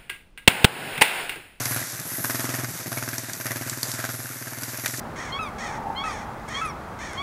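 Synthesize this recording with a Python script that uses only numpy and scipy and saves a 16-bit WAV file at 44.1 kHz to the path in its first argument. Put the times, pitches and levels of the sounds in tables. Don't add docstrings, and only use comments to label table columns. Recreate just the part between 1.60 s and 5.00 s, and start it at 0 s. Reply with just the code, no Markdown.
import sys
import numpy as np
from scipy import signal
from scipy.io import wavfile
from scipy.ndimage import uniform_filter1d

SR = 44100
rng = np.random.default_rng(int(sys.argv[2]) if len(sys.argv) > 2 else 0)


def inscribe(sig):
    pcm = np.round(np.clip(np.atleast_2d(sig).T, -1, 1) * 32767)
    wavfile.write(sys.argv[1], SR, pcm.astype(np.int16))


def ratio_of_db(decibels):
    return 10 ** (np.asarray(decibels, float) / 20)


N = 149940

# (time [s], firing rate [1/s])
FIRING_RATE = [(0.0, 18.75), (0.18, 19.44), (0.25, 17.21), (0.58, 14.92), (0.7, 20.57), (1.03, 20.88),
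               (1.21, 15.69), (1.38, 18.98), (1.69, 19.37), (1.77, 15.99), (1.88, 19.79), (2.21, 17.66),
               (2.47, 20.47), (2.66, 17.86), (2.82, 17.86), (2.94, 19.16), (3.11, 18.82), (3.4, 21.19)]
# (time [s], boom level [dB], knock level [dB], gas level [dB])
ENGINE_LOAD = [(0, -36, -45, -39), (.17, -34, -43, -37.5), (.27, -47.5, -52, -50.5),
               (.4, -40.5, -52.5, -48.5), (.53, -42, -44.5, -47), (.645, -37.5, -39.5, -34),
               (1.04, -34.5, -38, -38.5), (1.145, -42, -54, -49), (1.26, -42, -42, -42.5),
               (1.33, -34.5, -43, -34), (1.59, -40, -42.5, -42.5), (1.745, -45.5, -49, -44.5),
               (1.865, -36.5, -40, -33.5), (2.18, -40.5, -43.5, -47), (2.44, -39, -42.5, -34.5),
               (2.66, -43, -47.5, -49.5), (2.9, -42, -47, -43), (3.4, -40.5, -43, -41)]
# (time [s], brush level [dB], treble level [dB], body level [dB])
HISS_LEVELS = [(0.0, -33.5, -37, -35.5), (0.1, -34.5, -30.5, -35.5), (.2, -35, -34.5, -36.5),
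               (0.38, -40, -34, -40), (0.63, -43, -34, -41.5), (0.84, -36.5, -35, -38.5),
               (1.05, -41, -35.5, -38.5), (1.3, -41, -37.5, -42.5), (1.55, -40, -36.5, -40),
               (1.8, -42.5, -39, -43), (2.08, -42.5, -37.5, -40.5), (2.3, -38.5, -37, -40),
               (2.58, -44, -38.5, -42.5), (2.74, -43.5, -39.5, -42), (3.1, -40.5, -36.5, -41),
               (3.4, -38, -37.5, -41.5)]
# (frequency [Hz], level [dB], T60 [s])
KNOCK_MODES = [(242, 0, .11), (266, -3, .075), (305, -2, .045), (350, -9, .12), (165, -2, .06)]
# (frequency [Hz], level [dB], T60 [s])
BARK_MODES = [(405, 4, 0.0032), (642, -10, 0.031), (980, 3.5, 0.0027), (1590, -11.5, 0.008),
              (2300, -10, 0.005)]
# (delay after firing [s], level [dB], rise [s], fall [s])
GAS_PUFFS = [
    (.0036, 4, .0004, .002),
    (.012, 0, .001, .0026),
    (.0205, -11, .001, .004),
    (.005, -12, .003, .018),
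]
# (centre [Hz], width [Hz], gas level [dB], hiss level [dB], snap level [dB])
RESONANCES = [(328, 176, -25, -12, -17), (633, 120, -3.5, -13.5, -3.5), (860, 1080, -11, -8, 33),
              (1592, 690, 3.5, -2.5, 16), (2060, 360, -27, -15.5, 17), (3730, 810, -43, -11, -57),
              (4717, 88, -12, -16.5, -10.5), (6000, 1230, 0, -6, -8.5), (7130, 3540, -48, -1, -1),
              (11330, 1320, 2.5, -3.5, 2), (12500, 2000, -16, -4, -74)]
# (time [s], peak level [dB], centre [Hz], decay [s])
TWIG_SNAPS = [(0.0556, -8.5, 8100, 0.0026), (0.398, -15, 12200, 0.003), (0.553, -30, 7000, .002),
              (1.5819, -11.5, 6000, 0.0019), (1.733, -14.5, 6940, 0.0034), (2.097, -11.5, 6500, 0.0016),
              (2.2309, -5, 7400, 0.0011), (2.254, -21, 6000, .002), (2.316, -12, 8800, 0.0022),
              (3.012, -27, 6000, 0.0022), (3.034, -13, 8200, .002), (3.174, -16, 11000, 0.003),
              (3.2594, -9, 9000, 0.0046), (3.279, -15, 6500, 0.0043), (3.3744, -17, 9200, 0.0035),
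              (3.394, -25, 8000, 0.0033)]
# (time [s], peak level [dB], centre [Hz], decay [s])
BRANCH_SNAP = [
    (3.2598, -12.5, 2500, .0045),
    (3.2605, -24, 900, .006),
]
# (time [s], peak level [dB], frequency [Hz])
PANEL_TICKS = [(0.0578, -17.5, 2050), (0.1186, -20, 1830), (0.1253, -20, 1570), (0.1613, -25, 1390),
               (0.2242, -21.5, 1880), (0.5501, -28, 2000), (0.6442, -14.5, 1650), (0.6967, -24, 1250),
               (0.7474, -25, 1370), (0.9408, -20, 1820), (0.9882, -28, 1760), (1.043, -25.5, 1580),
               (1.0846, -29, 1700), (1.2098, -25, 1700), (1.3723, -18.5, 2230), (1.425, -21.5, 1580),
               (1.4768, -22, 1590), (1.4885, -23, 1580), (1.5309, -21.5, 1710), (1.6432, -32, 1910),
               (1.696, -24, 1640), (1.8113, -28, 1550), (1.8568, -19.5, 1800), (1.9088, -17, 1880),
               (1.9574, -25, 1480), (2.0188, -27, 1820), (2.13, -22.5, 1530), (2.2927, -26.5, 1560),
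               (2.339, -24, 1540), (2.3905, -25, 1810), (2.4406, -15.5, 1590), (2.4908, -20.5, 1640),
               (2.5417, -29, 1480), (2.6569, -22, 1550), (2.7122, -26, 1500), (2.825, -22.5, 1590),
               (2.8708, -25, 1630), (2.9337, -21, 1670), (3.0318, -21.5, 1590), (3.1562, -24, 1640),
               (3.1856, -35, 1470), (3.2453, -21, 1870), (3.3378, -21, 1810), (3.3843, -37, 1840)]
# (time [s], level [dB])
AIR_GULPS = [(.238, -34), (.35, -36), (.408, -32), (.468, -33), (.538, -35), (.603, -27), (1.108, -30),
             (1.153, -30), (1.218, -36), (1.278, -27), (1.715, -34), (1.77, -34)]


def curve(table, col):
    a = np.array(table)
    return np.interp(np.arange(N) / SR, a[:, 0], a[:, col])


def unit(x):
    return x / np.sqrt(np.mean(x ** 2))


def noise():
    return rng.standard_normal(N)


def band(x, hz, wide_hz):
    return signal.lfilter(*signal.iirpeak(hz, hz / wide_hz, fs=SR), x)


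def ring(x, hz, t60):
    pole = np.exp((2j * np.pi * hz - np.log(1000) / t60) / SR)
    return signal.lfilter([1], [1, -pole], x).imag


def late(x, s):
    k = int(max(s, 0) * SR)
    return np.concatenate([np.zeros(k), x[:N - k]])


def swell(x, rise, fall):
    t = np.arange(int(SR / 10)) / SR
    shape = (1 - np.exp(-t / rise)) * np.exp(-t / fall)
    return signal.fftconvolve(x, shape / shape.max())[:N]


def walk(rate):
    k = int(SR / rate)
    steps = np.repeat(rng.standard_normal(N // k + 1), k)
    return 1.9 * uniform_filter1d(uniform_filter1d(steps, k), k)[:N]


def clicks(at, size):
    return np.bincount(at, size, N)[:N]


def brush():
    count = int(720 * N / SR)
    spread_db = 3 * np.minimum(rng.exponential(size=count), 4)
    size = ratio_of_db(spread_db) * ratio_of_db(2 * walk(6.85))[::N // count][:count]
    grains = swell(clicks(rng.integers(0, N, count), size), .0001, 0.00068)
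    crackle = unit(grains * noise())
    out, surge = 0, walk(14)
    for hz, wide_hz, _, db, _ in RESONANCES:
        col = 2 if hz > 9000 else 1 if hz > 3000 else 3
        level = curve(HISS_LEVELS, col) + db
        if hz < 3000:
            level = level + 0.1 * (curve(ENGINE_LOAD, 3) + 40)
        level = level + .5 * surge + 1.62 * walk(14)
        out = out + ratio_of_db(level) * unit(band(noise() + ratio_of_db(-6) * crackle, hz, wide_hz))
    return ratio_of_db(-0.5) * out


def twigs():
    fall_db = 11.5
    tail, tail_s = .06, 0.024
    out = np.zeros(N)
    for s, db, centre, decay in TWIG_SNAPS + BRANCH_SNAP:
        i = int(s * SR)
        t = np.arange(min(2000, N - i)) / SR
        envelope = np.exp(-t / max(decay, 1e-4)) + tail * np.exp(-t / tail_s)
        burst = rng.standard_normal(len(t)) * envelope
        snap = 0
        for hz, wide_hz, _, _, snap_db in RESONANCES:
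            gain = ratio_of_db(snap_db - fall_db * np.log2(hz / centre) ** 2)
            snap = snap + gain * band(burst, hz, wide_hz) / np.sqrt(wide_hz)
        out[i:i + 2000] += ratio_of_db(db) * snap / np.abs(snap).max()
    out = signal.sosfilt(signal.butter(2, 11800, fs=SR, output="sos"), out)
    scrape = swell(clicks(np.array([int(2.251 * SR)]), np.ones(1)), 0.0053, 0.032)
    return out + ratio_of_db(-38) * scrape * unit(band(noise(), 780, 420))


def panel():
    shake_s, edge_s, t60_s = .002, .0008, .011
    level_db, edge_db = -4, -4
    out = np.zeros(N)
    for s, db, hz in PANEL_TICKS:
        i = int(s * SR)
        t = np.arange(min(1500, N - i)) / SR
        shake = rng.standard_normal(len(t)) * np.exp(-t / shake_s)
        low = band(ring(shake, hz, t60_s), hz, 840)
        edge = band(shake * np.exp(-t / edge_s), 7700, 5000)
        tick = low / np.abs(low).max() + ratio_of_db(edge_db) * edge / np.abs(edge).max()
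        out[i:i + 1500] += ratio_of_db(db + level_db) * tick
    return out


def boom(x):
    box = band(late(x, .0009), 116, 56)
    return -band(box, 122, 18)


def knock(x, modes):
    thin = signal.lfilter(*signal.butter(2, 222, "high", fs=SR), x)
    pulse = late(thin, 0.00288)
    return -sum(ratio_of_db(db) * ring(pulse, hz, t60) for hz, db, t60 in modes)


def gas_flow(at, luck, turn_db_per_s):
    flow = 0
    for k, (s, db, rise, fall) in enumerate(GAS_PUFFS):
        level = curve(ENGINE_LOAD, 3)[at] + 1.3 * luck[k]
        if k == 0:
            level = level - turn_db_per_s * at / SR
        flow = flow + ratio_of_db(db) * swell(late(clicks(at, ratio_of_db(level)), s), rise, fall)
    jet = sum(ratio_of_db(db) * unit(band(noise(), hz, wide_hz)) for hz, wide_hz, db, _, _ in RESONANCES)
    return flow * jet


def engine():
    start_turn, scatter_db, turn_db_per_s = .958, 1.2, 1.7
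    turns = start_turn + np.cumsum(curve(FIRING_RATE, 1)) / SR
    at = np.flatnonzero(np.diff(np.floor(turns)))
    luck = rng.standard_normal((8, len(at)))
    even = clicks(at, np.ones(len(at)))

    def fire(col, k):
        return clicks(at, ratio_of_db(curve(ENGINE_LOAD, col)[at] + scatter_db * luck[k]))

    gulp_at = (np.array(AIR_GULPS)[:, 0] * SR).astype(int)
    gulps = clicks(gulp_at, ratio_of_db(np.array(AIR_GULPS)[:, 1]))
    gulp_shape = swell(clicks(gulp_at, np.ones(len(AIR_GULPS))), .005, .03)
    damp = 1 - .6 * np.minimum(gulp_shape, 1)

    pipe = damp * boom(fire(1, 0)) / boom(even).std()
    pipe = pipe + knock(fire(2, 1), KNOCK_MODES) / knock(even, KNOCK_MODES).std()
    pipe = pipe + ring(gulps, 320, .022)
    pipe = pipe - band(pipe, 203, 45)
    pipe = pipe + ratio_of_db(1) * ring(gulps, 178, .044)

    turning = ratio_of_db(-turn_db_per_s * np.arange(N) / SR)
    bark = knock(fire(3, 7) * turning, BARK_MODES) / knock(even, BARK_MODES).std()
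    return pipe + ratio_of_db(-5.5) * bark + ratio_of_db(1.5) * gas_flow(at, luck[2:6], turn_db_per_s)


def scene():
    dry = engine() + twigs() + panel()
    echo_db, echo_s = -14, .06
    t = np.arange(int(.3 * SR)) / SR
    trunks = rng.standard_normal(len(t)) * np.exp(-t / echo_s) * (t > .004)
    wet = signal.fftconvolve(dry, trunks / np.sqrt(np.sum(trunks ** 2)))[:N]
    return (dry + ratio_of_db(echo_db) * wet + brush())[None]


def low_pass(x):
    return signal.sosfilt(signal.butter(12, 16410, fs=SR, output="sos"), x)


def record(dry):
    x = signal.sosfiltfilt(signal.butter(3, 81, "high", fs=SR, output="sos"), dry, padtype="constant")
    x = x + ratio_of_db(-75.5) * unit(band(noise(), 35, 40))
    x = x - .3 * band(x, 3130, 1180)
    x = signal.sosfilt(signal.butter(2, 13000, fs=SR, output="sos"), x)
    x = signal.sosfilt(signal.ellip(10, .2, 50, 15300, fs=SR, output="sos"), x)
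    return low_pass(x)


dry = scene()
out = record(dry)
inscribe(out)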